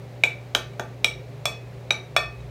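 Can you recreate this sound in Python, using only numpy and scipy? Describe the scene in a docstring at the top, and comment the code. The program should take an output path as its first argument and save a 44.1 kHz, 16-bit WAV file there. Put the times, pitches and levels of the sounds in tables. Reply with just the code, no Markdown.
"""A wooden spoon knocks seven times on the rim of a hand-held ceramic bowl, over a pot in a small kitchen.
Each blow gives a contact crack of noise, a hollow knock of the wood's modes and a ring of the bowl's modes,
which share the energy according to where the spoon lands. The blows reach the one microphone directly,
with a short room tail; an appliance hums, drones and rushes softly in the background."""
import sys
import numpy as np
from scipy import signal
from scipy.fft import rfft, irfft
from scipy.io import wavfile
from scipy.ndimage import uniform_filter1d

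SR = 44100
rng = np.random.default_rng(int(sys.argv[2]) if len(sys.argv) > 2 else 0)


def store_wav(level_fs):
    """Save 16-bit WAV to argv[1]."""
    pcm = np.round(np.clip(np.atleast_2d(level_fs), -1, 1) * 32767)
    wavfile.write(sys.argv[1], SR, pcm.T.astype(np.int16))


N = 110250

# appliance hum: [f/Hz, middle level/dB rms, waver/dB]
HUM_TONES = [(58.1, -60.5, -12), (119.9, -40.5, 0.62)]
# broad resonances droning in the appliance: [f/Hz, width at half amplitude/Hz, level/dB rms]
DRONE_RESONANCES = [(60.8, 7.7, -56.5), (81.4, 6.7, -66), (146, 10, -49), (186, 18, -57), (276.6, 27, -60),
                    (400.3, 72, -51), (511, 41, -55), (578, 40, -56)]
# spectrum of the appliance's rush of air: [f/Hz, relative level/dB]
AIR_SPECTRUM = [(25, -13), (60, 5), (100, 2), (170, -2), (300, -4), (420, -7.5), (700, -1.5), (900, -9),
                (1500, -14.5), (2300, -12.5), (3100, -20), (4000, -19), (5000, -25), (6400, -26.5),
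                (10000, -33.5), (13000, -34), (16000, -36)]
# blows of the spoon: [t/s, then level/dB of spoon knock, bowl thud, low ring, long ring, main ping,
# side ping, upper ping, bright ring, low crack, mid crack, treble crack]
BLOWS = [ (0.2361, -18, -22.5, -46, -52, -6.5, -5, -19.5, -29, -17.5, -12.5, -18.5),
         (0.5489, -17.5, -21.5, -35.5, -41, -23, -38, -18.5, -44, -10.5, -4, -14),
         (0.7955, -17, -22.5, -40, -49.5, -37, -59, -36.5, -38.5, -17, -27, -27.5),
         (1.0440, -19.5, -24.5, -42, -68, -11, -30, -14, -44, -21.5, -7.5, -13.5),
         (1.4547, -26, -22, -42, -31, -21.5, -23, -27.5, -19.5, -19.5, -22.5, -15),
         (1.906, -19.5, -24.5, -42, -65, -14, -13, -10.5, -55, -16.5, -14.5, -24.5),
         (2.1637, -49, -16, -24.5, -23, -12.5, -37, -20, -15, -10, -16.5, -18.5)]
# modes of the wooden spoon: [f/Hz, relative level/dB, t60/s]
SPOON_MODES = [(252.5, -12.5, 0.059), (372, -8.5, 0.063), (499, -13, 0.1), (737, -5.5, 0.024),
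               (848, -6, 0.07)]
# modes of the bowl, in families that a blow excites together: name -> [f/Hz, relative level/dB, t60/s]
# (the main ping holds a close cluster that beats about 23 times a second)
BOWL_FAMILIES = { "thud": [ (598, -5, .05), (645, -1, .045), (688, 0, .05), (1196, -18, 0.046)],
                 "low ring": [ (1180, -15, .5), (1803, -2, .3), (1170, 6, 0.091), (1830, -6, 0.043)],
                 "long ring": [ (2536, 0, .34), (4418, -14, .28)], "main ping": [ (2279, -17, .17),
                 (2302, -12, .2), (2325, -11, .23), (2348, -16, .16), (2394, 3, 0.044)],
                 "side ping": [(2313, -10.5, 0.024), (2511, -11, 0.081)], "upper ping": [ (3790, -8, .035),
                 (3819, -1, .05), (3822, -26, .27), (5597, -13.5, 0.033), (5980, -16.5, 0.07),
                 (6900, -35, 0.15), (7830, -24, 0.065), (9860, -32, .08)], "bright ring": [ (3431, 0, .115),
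                 (5390, -6, .07), (8158, -14, .05), (5575, -33, 0.065), (6030, -15.5, 0.051),
                 (6850, -27, .1), (11480, -28, 0.084), (12900, -28, 0.053)]}
# bands of the contact crack: [low f/Hz, high f/Hz, t60/s]
CRACK_BANDS = [(1160, 1670, 0.015), (2680, 3760, 0.014), (4070, 7440, 0.013)]
# room tail: [f/Hz, level against the direct sound/dB, t60/s]
ROOM_TAIL = [(238, -2, 0.47), (695, -3.5, 0.25), (1200, -4.5, 0.3), (2280, -13.5, 0.34), (3230, -7.5, 0.26),
             (5400, -6.5, 0.28), (8000, -4, 0.18), (15000, -7.5, 0.22)]

AIR_DB, AIR_FLICKER_DB = -47.5, 0.18
HUM_WAVER_RATE, AIR_FLICKER_RATE = 4.9, 16.7  # new values a second
RING_ATTACK_S, CRACK_ATTACK_S = 0.00098, 0.00063
FLUTTER_DB, FLUTTER_RATE, FLUTTER_ONSET_S = 3.5, 130, 0.015  # rate: about this many new values a second
SPIT_BAND = (11000, 14600, 0.023)  # very top of the crack: low f/Hz, high f/Hz, t60/s
SPIT_DB = -15.5  # against the treble crack
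ROOM_ONSET_S, ROOM_EVEN_HZ = 0.0033, 70
RUMBLE_HZ, TOP_HZ = 43.6, 15800


def undb(db):
    """Turn decibels into an amplitude factor."""
    return 10 ** (np.asarray(db) / 20)


def unit(x):
    """Scale to rms 1."""
    return x / np.sqrt(np.mean(x ** 2))


def walk(rate):
    """Smooth random wander of rms 1, from `rate` new values a second."""
    k = int(SR / rate)
    steps = np.repeat(rng.standard_normal(N // k + 1), k)
    return unit(uniform_filter1d(uniform_filter1d(steps, k), k)[:N])


def noise(gain):
    """Noise of rms 1 with a given gain in every frequency bin."""
    return unit(irfft(rfft(rng.standard_normal(N)) * gain, N))


def hum():
    """Steady low tones, each wavering in level."""
    t = np.arange(N) / SR
    out = np.zeros(N)
    for hz, db, waver_db in HUM_TONES:
        level = np.sqrt(2) * undb(db + waver_db * walk(HUM_WAVER_RATE))  # rms to peak
        out += level * np.sin(2 * np.pi * (hz * t + rng.random()))
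    return out


def drone():
    """Noise narrowed to each resonance of the appliance."""
    f = np.fft.rfftfreq(N, 1 / SR)
    out = np.zeros(N)
    for hz, width, db in DRONE_RESONANCES:
        out += undb(db) * noise(1 / (1 + ((f - hz) / width * 2) ** 2))
    return out


def air():
    """A soft rush: shaped noise with a slight flicker in level."""
    f = np.fft.rfftfreq(N, 1 / SR)
    hz, db = np.array(AIR_SPECTRUM).T
    rush = noise(undb(np.interp(np.log(f + 1), np.log(hz), db)))
    return rush * undb(AIR_DB + AIR_FLICKER_DB * walk(AIR_FLICKER_RATE))


def appliance():
    """The background machine: tonal hum, resonant drone and moving air together."""
    return hum() + drone() + air()


def fade(t, t60):
    """Exponential decay by 60 dB in t60 seconds."""
    return np.exp(-np.log(1000) * t / t60)


def onset(t, rise_s):
    """Smooth rise from 0 to 1."""
    return 1 - np.exp(-(t / rise_s) ** 2)


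def ring(modes, t):
    """Decaying modes set going by one short push; a random flutter in level grows after the attack."""
    knot_times = np.linspace(0, 400 / FLUTTER_RATE, 400)
    depth_db = FLUTTER_DB * (1 - np.exp(-t / FLUTTER_ONSET_S))
    out = np.zeros(len(t))
    for hz, db, t60 in modes:
        flutter = np.interp(t, knot_times, rng.standard_normal(len(knot_times)))
        out += undb(db + depth_db * flutter) * fade(t, t60) * np.sin(2 * np.pi * hz * t)
    return out * onset(t, RING_ATTACK_S)


def crack(t, lo_hz, hi_hz, t60):
    """A short burst of contact noise in one band, with the rms of its envelope."""
    shape = fade(t, t60) * onset(t, CRACK_ATTACK_S)
    band_pass = signal.butter(2, [lo_hz, hi_hz], "band", fs=SR, output="sos")
    burst = signal.sosfilt(band_pass, rng.standard_normal(len(t)) * shape)
    return unit(burst) * np.sqrt(np.mean(shape ** 2))


def taps():
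    """Every blow sounds the spoon, the bowl's mode families and the contact crack."""
    out = np.zeros(N + SR)
    t = np.arange(SR // 2) / SR
    for start, knock_db, *levels in BLOWS:
        bowl_db, crack_db = levels[:len(BOWL_FAMILIES)], levels[len(BOWL_FAMILIES):]
        blow = undb(knock_db) * ring(SPOON_MODES, t)
        for db, modes in zip(bowl_db, BOWL_FAMILIES.values()):
            blow += undb(db) * ring(modes, t)
        for db, crack_band in zip(crack_db, CRACK_BANDS):
            blow += undb(db) * crack(t, *crack_band)
        blow += undb(crack_db[-1] + SPIT_DB) * crack(t, *SPIT_BAND)
        i = int(start * SR)
        out[i:i + len(t)] += blow
    return out[:N]


def bell(width):
    """Smoothing window of a given width in bins at half height, with sum 1."""
    w = np.hanning(2 * int(width) + 1)
    return w / w.sum()


def kitchen(x):
    """Direct sound and a short diffuse tail, whose level and decay depend on frequency."""
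    t = np.arange(SR // 2) / SR
    f = np.fft.rfftfreq(len(t), 1 / SR)
    centres = np.log([row[0] for row in ROOM_TAIL])
    build = onset(t, ROOM_ONSET_S)
    scatter = rng.standard_normal(len(t))
    response = np.zeros(len(t))
    for (hz, db, t60), pick in zip(ROOM_TAIL, np.eye(len(ROOM_TAIL))):
        tail = rfft(scatter * fade(t, t60) * build)
        # even out the spectrum so that no part of the tail stands out
        power = signal.fftconvolve(abs(tail) ** 2, bell(ROOM_EVEN_HZ / f[1]), "same")
        tail = tail / np.sqrt(power)
        # neighbouring bands crossfade along log frequency
        share = np.interp(np.log(f + 1), centres, pick)
        response += undb(db) * build * irfft(tail * share, len(t))
    response[0] += 1  # direct sound
    return signal.fftconvolve(x, response)[:N]


def scene():
    """The blows in the kitchen over the appliance in the background, on one channel."""
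    return (kitchen(taps()) + appliance())[None]


def record(dry):
    """The microphone drops the deepest rumble, peaks stop at full scale and the top is cut."""
    low_cut = signal.butter(3, RUMBLE_HZ, "high", fs=SR, output="sos")
    top_cut = signal.ellip(10, .2, 90, TOP_HZ, fs=SR, output="sos")
    limited = np.clip(signal.sosfilt(low_cut, dry), -1, 1)
    return signal.sosfilt(top_cut, limited)


dry = scene()
out = record(dry)
store_wav(out)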